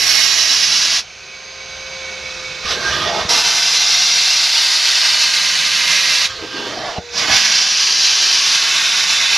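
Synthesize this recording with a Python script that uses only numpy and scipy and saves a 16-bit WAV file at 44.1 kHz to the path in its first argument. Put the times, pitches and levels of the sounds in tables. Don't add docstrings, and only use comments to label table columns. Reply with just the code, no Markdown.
import sys
import numpy as np
from scipy import signal
from scipy.fft import rfft
from scipy.io import wavfile
from scipy.ndimage import uniform_filter1d, map_coordinates

SR = 44100
rng = np.random.default_rng(int(sys.argv[2]) if len(sys.argv) > 2 else 0)


def master(y):
    cut = np.clip(np.atleast_2d(y).T, -1, 1)
    pcm = np.round(cut * 32767)
    wavfile.write(sys.argv[1], SR, pcm.astype(np.int16))


N = 413216
SIZE = 2048
OVERLAP = 3 * SIZE // 4
T = np.arange(N) / SR
HZ, FRAMES, _ = signal.stft(T, SR, nperseg=SIZE, noverlap=OVERLAP)
LOG_HZ = np.log(np.maximum(HZ, 1))[:, None]


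# time in seconds, reach into the boot (0 close, 1 deep), shrill core in Hz,
# treble in dB over the 3.5-7 kHz band before the walls and patches.
GUN_PATH = [(0, 0.75, 5300, -17.5), (.35, 0.67, 6140, -21.5), (.65, 0.26, 5170, -24),
            (3.3, 0.2, 5500, -20.5), (3.5, 0.83, 5200, -20), (3.9, 0.15, 5030, -23.5),
            (4.8, 0.47, 4280, -21), (5.8, 1.16, 3870, -19.5), (6.25, 1.04, 4400, -20), (7.17, 0, 5270, -28),
            (7.24, 1.5, 5300, -24), (7.37, 0.86, 5400, -22), (7.7, 0.28, 5070, -25), (8.05, 0, 5040, -25.5),
            (8.45, 0.27, 4800, -23), (8.7, 1, 3700, -20.5), (9.37, 0.96, 3620, -22)]
# frequency in Hz, close gun in dB per Hz, deep gun in dB per Hz, both relative.
JET_COLOUR = [(25.2, -42, -43), (70, -39, -30), (175, -19.5, -16), (300, -28, -22.5), (693, -18.5, -12.5),
              (1500, -10.5, -4.5), (2470, -7, -3), (5470, -1, -4.5), (5990, -4.5, -7), (7100, -15.5, -12.5),
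              (8400, -21.5, -20.5), (9400, -18.5, -15), (11840, -24.5, -21), (12450, -32, -31),
              (15600, -44, -39)]
# trigger in seconds, release in seconds, 3.5-7 kHz level in dB before the reach loss,
# rise in seconds.
BLASTS = [(-.5, .985, -12.5, .01), (3.286, 6.25, -12.5, 0.01), (7.114, 9.9, -13, 0.1)]
REACH_LOSS_DB = -3
CORE_DB, CORE_WIDTH_HZ = 2.5, 1370
RUMBLE_DB, RUMBLE_REACH_DB = -27.5, 4
SPLASH_DB, SPLASH_S = 16, 0.24


def steam():
    reach, core_hz, treble_db = columns(GUN_PATH, FRAMES)
    home_hz = (3500, 7000)
    splash = sum((FRAMES > on) * np.exp(-np.abs(FRAMES - on) / SPLASH_S) for on, *_ in BLASTS)
    rumble_db = RUMBLE_DB + RUMBLE_REACH_DB * reach + SPLASH_DB * splash

    near_db, far_db = along_hz(JET_COLOUR), along_hz(JET_COLOUR, column=2)
    colour_db = near_db + reach * (far_db - near_db)
    colour_db = colour_db + bumps([(core_hz, CORE_WIDTH_HZ, CORE_DB)])
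    colour_db = shelf(colour_db, rumble_db, (100, 800), home_hz, (1800, 800))
    colour_db = shelf(colour_db, treble_db, (8500, 13000), home_hz, (7000, 8500))

    flutter_db = 0.66 * walk(24)[0] + 0.52 * walk(110)[0]
    gain = valve() * undb(flutter_db + REACH_LOSS_DB * columns(GUN_PATH, T)[0])
    walls = scatter(-1.0, 0.48, 0.804)
    depth = 0.52 + 0.67 * reach
    return gain * air(colour_db + patches(0.43, 9), *home_hz, walls, depth=depth)


# centre in seconds, change in dB, half length in seconds.
SPUTTERS = [(.33, -1.5, .03), (3.43, -5, 0.016), (3.52, -0.5, 0.057), (3.57, 1.5, 0.014), (3.72, 0, 0.022),
            (7.248, -5.5, 0.053), (7.35, 3, 0.038), (7.43, -0.5, 0.015), (7.458, 3, .01), (8.61, -1, 0.046)]
SHUT_DB_PER_S, SHUT_EASE_S = 900, 0.037
OPEN_DB = -29


def valve():
    flow = 0
    for on, off, db, rise_s in BLASTS:
        late_s = np.maximum(T - off, 0)
        shut_db = -SHUT_DB_PER_S * late_s ** 2 / (late_s + SHUT_EASE_S)
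        open_db = OPEN_DB * np.clip(1 - (T - on) / rise_s, 0, 1) ** 2
        flow = flow + (T > on) * undb(db + open_db + shut_db)
    sputter_db = sum(db * np.exp(-((T - s) / half_s) ** 2) for s, db, half_s in SPUTTERS)
    return flow * undb(sputter_db)


# time in seconds, 0.15-1 kHz roar in dB, 3.5-7 kHz edge hiss in dB,
# resonance of the gap to the carpet in Hz, swish band in Hz.
LIFTS = [
    [(2.62, -57, -46, 500, 3950), (2.66, -37, -28.5, 500, 3950), (2.716, -27, -20.5, 482, 4000),
     (2.77, -28, -30, 452, 4390), (2.88, -26.5, -24.5, 480, 5240), (2.94, -29, -25.5, 503, 5660),
     (3.03, -26, -25.5, 670, 5670), (3.172, -18.5, -29, 690, 4300), (3.21, -24, -25, 696, 4210),
     (3.285, -36, -35, 720, 4210)],
    [(6.3, -52, -32, 500, 4590), (6.44, -30, -35, 450, 4600), (6.5, -43, -36, 400, 4600),
     (6.575, -28, -29.5, 336, 4640), (6.7, -29.5, -30.5, 517, 4400), (6.9, -26, -31, 665, 3600),
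     (6.95, -33, -33.5, 690, 4000), (6.984, -21, -36, 700, 4280), (7.0, -36, -52, 700, 4300)],
    [(7.21, -50, -38, 800, 4300), (7.228, -29, -25, 823, 4300), (7.27, -32, -27, 800, 4300),
     (7.298, -24, -26, 804, 4300), (7.35, -32, -25.5, 800, 4300), (7.38, -49, -42, 800, 4280)],
]
# frequency in Hz, relative level in dB per Hz.
MOUTH_COLOUR = [(25, -20), (65, -4), (110, -7.5), (180, -3.5), (400, -3), (700, 0), (1100, -6), (2200, -13),
                (3100, -7), (5600, -9.5), (8200, -33), (9500, -34), (12000, -39.5), (12500, -48),
                (15600, -58)]
# frequency in Hz, width in Hz, height in dB.
MOUTH_MODES = [(1225, 140, 6), (1810, 220, 8.5), (3300, 69, 8)]
BODY_DB, HOSE_DB = 1.8, -14
WHISTLE_DB, WHISTLE_STOPS_HZ, WHISTLE_SPAN_HZ = 17.5, 626, 60
SWISH_DB, SWISH_WIDTH_HZ = 4.5, 220


def inrush():
    gain = play(LIFTS, fade_s=0.054)
    roar_db, hiss_db, gap_hz, swish_hz = columns(np.vstack(LIFTS), FRAMES)
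    gusts = undb(0.8 * walk(31)[0])
    edge_db = hiss_db - roar_db
    whistle_db = WHISTLE_DB / (1 + np.exp((gap_hz - WHISTLE_STOPS_HZ) / WHISTLE_SPAN_HZ))
    home_hz = (150, 1000)

    colour_db = along_hz(MOUTH_COLOUR) + bumps(MOUTH_MODES)
    colour_db = colour_db + bumps([(gap_hz, 0.42 * gap_hz, 7), (1600, 50, whistle_db)])
    colour_db = colour_db + patches(2.0, 12)
    colour_db = colour_db + bumps([(swish_hz, SWISH_WIDTH_HZ, SWISH_DB)])
    colour_db = shelf(colour_db, edge_db + BODY_DB, (1200, 3000), home_hz, (850, 1200))
    colour_db = shelf(colour_db, edge_db, (3500, 7000), home_hz, (2800, 3600))
    colour_db = shelf(colour_db, edge_db + HOSE_DB, (40, 130), home_hz, (170, 120))
    return gain * gusts * air(colour_db, *home_hz, scatter(-2.5, 0.099, 0.2))


# time in seconds, mean 1-6.6 kHz level in dB, slot song (0-1).
SUCTION = [(0, -31, 0.2), (1.03, -38, .35), (1.45, -34.5, 0.77), (2.12, -29, 0.81), (2.75, -28, 0.9),
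           (3.3, -27.5, 0.3), (3.6, -38, 1), (6.2, -32, 1), (6.99, -37, 0.83), (7.108, -33, 0.6),
           (7.15, -28, 0.93), (7.5, -37, .7)]
# frequency in Hz, relative level in dB per Hz.
PILE_COLOUR = [(25, -32), (60, -11), (130, -15.5), (280, -23.5), (370, -14), (600, -16.5), (1500, -15.5),
               (2300, -12), (3100, -15), (4800, -14.5), (6400, -17), (8000, -37), (12000, -48),
               (12500, -56), (15600, -66)]
# frequency in Hz, width in Hz, height in dB at slot song 1.
SLOT_MODES = [(1510, 140, 6.5), (2266, 24, 28.5), (2490, 27, -3), (2547, 90, 13), (3620, 60, 10),
              (3945, 92, 8), (4540, 44, -8)]
# frequency in Hz, mean sine peak in dB relative to the suction level.
HUMS = [(73, -21.5), (360, -29.5)]


def suction():
    gain = undb(columns(SUCTION, T)[0] + 0.5 * walk(2.6)[0])
    slots_db = bumps(SLOT_MODES) * columns(SUCTION, FRAMES)[1]
    uneven_db = patches(0.8, 5)
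    hiss = air(along_hz(PILE_COLOUR) + slots_db + uneven_db, 1000, 6600, scatter(-7, 0.12, 1.58))
    hum = sum(undb(db + 2.5 * walk(3.5)[0]) * np.sin(2 * np.pi * hz * T) for hz, db in HUMS)
    return gain * (hiss + hum)


# time in seconds, shaft rate in Hz, overall gain in dB,
# extra blade gain in dB.
MOTOR = [(0, 497, -53, 0), (.95, 525, -56.5, -2), (1.4, 526.4, -45, 3.5), (1.95, 529, -35, -3),
         (2.3, 518, -35.5, -9), (2.65, 517, -38, -7), (3.3, 481, -35, -12), (3.6, 484, -51, -6),
         (4.6, 516, -53.5, -4), (5.5, 524, -44, 15), (6.38, 526, -40, -12), (6.75, 495, -37, -5),
         (7, 477, -35, -13), (7.281, 477, -35.5, -6), (7.45, 484, -55, 2), (8.2, 522, -53, -4),
         (9.37, 519, -44, 4)]
# shaft multiple, mean relative level in dB.
FAN = [(1, -4), (2, -11), (3, -13), (4, -19), (9, -4.5), (12, -4)]


def motor():
    hz, db, blade_db = columns(MOTOR, T)
    phase = 2 * np.pi * np.cumsum(hz * (1 + 0.00049 * walk(17.0)[0])) / SR
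    wavers = walk(8.1, count=len(FAN))
    partials = [undb(level_db + 0.78 * waver) * np.sin(multiple * phase)
                for (multiple, level_db), waver in zip(FAN, wavers)]
    shaft, blades = partials[0], sum(partials[1:])
    side = np.array([[1], [-1]])
    whine = shaft * undb(1.8 * side) + blades * undb(blade_db - 1.4 * side)
    return np.sqrt(2) * undb(db) * whine


# start in seconds, strength in dB.
KNOCKS = [(2.649, -25), (3.249, -20), (6.981, -16), (7.289, -35)]
# frequency in Hz, relative level in dB, 60 dB decay in seconds.
KNOCK_MODES = [(76, 5.5, 0.061), (184, 4.5, 0.062), (430, -3, 0.048), (690, -16, .03)]


def knocks():
    t, out = T[:SR // 5], np.zeros(N + SR)
    phases = rng.uniform(0, 2 * np.pi, (len(KNOCKS), len(KNOCK_MODES)))
    attack = np.minimum(t / 0.0028, 1)
    for (start_s, db), turns in zip(KNOCKS, phases):
        ring = sum(undb(mode_db - 60 * t / t60_s) * np.sin(2 * np.pi * hz * t + turn)
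                   for (hz, mode_db, t60_s), turn in zip(KNOCK_MODES, turns))
        first = int(start_s * SR)
        out[first:first + len(t)] += undb(db - 5.5) * ring * attack
    return out[:N]


# frequency in Hz, width in Hz, height in dB at depth 1 (dips below zero).
BOOT_MODES = [(542, 55.5, -13), (625, 110, 2), (1007, 92, -3), (1265, 43, 3), (1320, 94, -5.5),
              (1570, 92, 1), (1784, 93, -7), (2192, 60, 5.5), (2246, 57, -7.5), (2752, 27, 5),
              (2860, 53, -9.5), (2910, 73, 3.5), (3305, 220, -4), (3481, 35, 7)]
# time in seconds, left minus right in dB before the port share.
PAN = [(0.0, -12.5), (0.21, -13.5), (0.96, -5), (3.18, -9), (3.44, -3.5), (4.75, -3), (7.3, -9),
       (7.67, -3.5), (8.46, -3), (9.37, -6)]
# frequency in Hz, share of the pan, own left minus right in dB,
# unrelated part in dB at a pan of -4 dB.
PORTS = [(60, 0.45, 1.5, -18), (400, 0.044, 0.5, -18.5), (796, 0.11, 0.5, -19), (1370, 0.56, 0, -24),
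         (7660, 0.6, 1.5, -20.5), (8950, -0.39, 0.5, -24), (10700, -.8, -5.5, -9), (11600, -1.9, -2.5, -3),
         (13500, -1.3, -4.5, -7)]
UNRELATED_DB_PER_DB = 1.1


def air(shape_db, lo_hz, hi_hz, walls, depth=1):
    shape_db = shape_db + depth * bumps(BOOT_MODES)
    gain = undb(shape_db - band_db(shape_db, lo_hz, hi_hz)) * np.sqrt(len(HZ)) * walls
    noise = rng.standard_normal((2, N))
    same, other = signal.stft(noise, nperseg=SIZE, noverlap=OVERLAP)[2]
    unrelated_db = along_hz(PORTS, column=3) - UNRELATED_DB_PER_DB * (columns(PAN, FRAMES)[0] + 4)
    other = other * undb(np.minimum(unrelated_db, 0))
    half = undb(pan_db() / 2)
    ports = gain * np.array([half * (same + other), (same - other) / half])
    return signal.istft(ports, nperseg=SIZE, noverlap=OVERLAP)[1][:, :N]


def pan_db():
    return along_hz(PORTS) * columns(PAN, FRAMES)[0] + along_hz(PORTS, column=2)


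def scatter(wet_db, t60_s, drift_s):
    places = int(T[-1] / drift_s) + 2
    echoes = rng.standard_normal((places, SIZE // 2)) * undb(-60 * T[:SIZE // 2] / t60_s)
    echoes = echoes / np.sqrt(np.sum(echoes ** 2, axis=1, keepdims=True))
    spectra = rfft(echoes, SIZE).T
    place = FRAMES / drift_s
    k, angle = place.astype(int), place % 1 * np.pi / 2
    wet = spectra[:, k] * np.cos(angle) + spectra[:, k + 1] * np.sin(angle)
    return (1 + undb(wet_db) * wet) / np.sqrt(1 + undb(2 * wet_db))


def patches(db, rate_hz, count=24):
    place = np.linspace(0, count - 1, len(HZ))[:, None] + 0 * FRAMES
    place = (count - 1) * np.sqrt(place / (count - 1))
    grid = walk(rate_hz, count=count, length=len(FRAMES), step_s=FRAMES[1])
    return db * map_coordinates(grid, [place, np.arange(len(FRAMES)) + 0 * place], order=1)


def walk(rate_hz, count=1, length=N, step_s=1 / SR):
    k = max(int(1 / (rate_hz * step_s)), 1)
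    x = rng.standard_normal((count, length))
    x = uniform_filter1d(uniform_filter1d(x, k), k)
    return x / x.std()


def shelf(shape_db, wanted_db, band_hz, home_hz, slope_hz):
    lift_db = wanted_db - band_db(shape_db, *band_hz) + band_db(shape_db, *home_hz)
    start_hz, end_hz = slope_hz
    ramp = np.clip((LOG_HZ - np.log(start_hz)) / np.log(end_hz / start_hz), 0, 1)
    return shape_db + lift_db * ramp


def band_db(shape_db, lo_hz, hi_hz):
    inside = (HZ >= lo_hz) & (HZ < hi_hz)
    return 10 * np.log10(np.sum(undb(shape_db[inside]) ** 2, axis=0))


def bumps(modes):
    return sum(db / (1 + (2 * (HZ[:, None] - hz) / width_hz) ** 2) for hz, width_hz, db in modes)


def along_hz(table, column=1):
    rows = np.array(table, float)
    return np.interp(LOG_HZ, np.log(rows[:, 0]), rows[:, column])


def columns(table, at_s):
    rows = np.array(table, float)
    return [np.interp(at_s, rows[:, 0], values) for values in rows.T[1:]]


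def play(tables, fade_s):
    gate = 0
    for table in tables:
        first_s, last_s = table[0][0], table[-1][0]
        inside_s = np.minimum(T - first_s + fade_s, last_s + fade_s - T)
        gate = gate + np.clip(inside_s / fade_s, 0, 1)
    return gate * undb(columns(np.vstack(tables), T)[0])


def undb(db):
    return 10 ** (np.asarray(db) / 20)


def scene():
    return steam() + suction() + inrush() + motor() + knocks()


TOP_HZ = 15730


def record(dry):
    cut = signal.ellip(12, 0.2, 80, TOP_HZ, fs=SR, output="sos")
    return signal.sosfilt(cut, np.clip(dry, -0.95, 0.95))


dry = scene()
out = record(dry)
master(out)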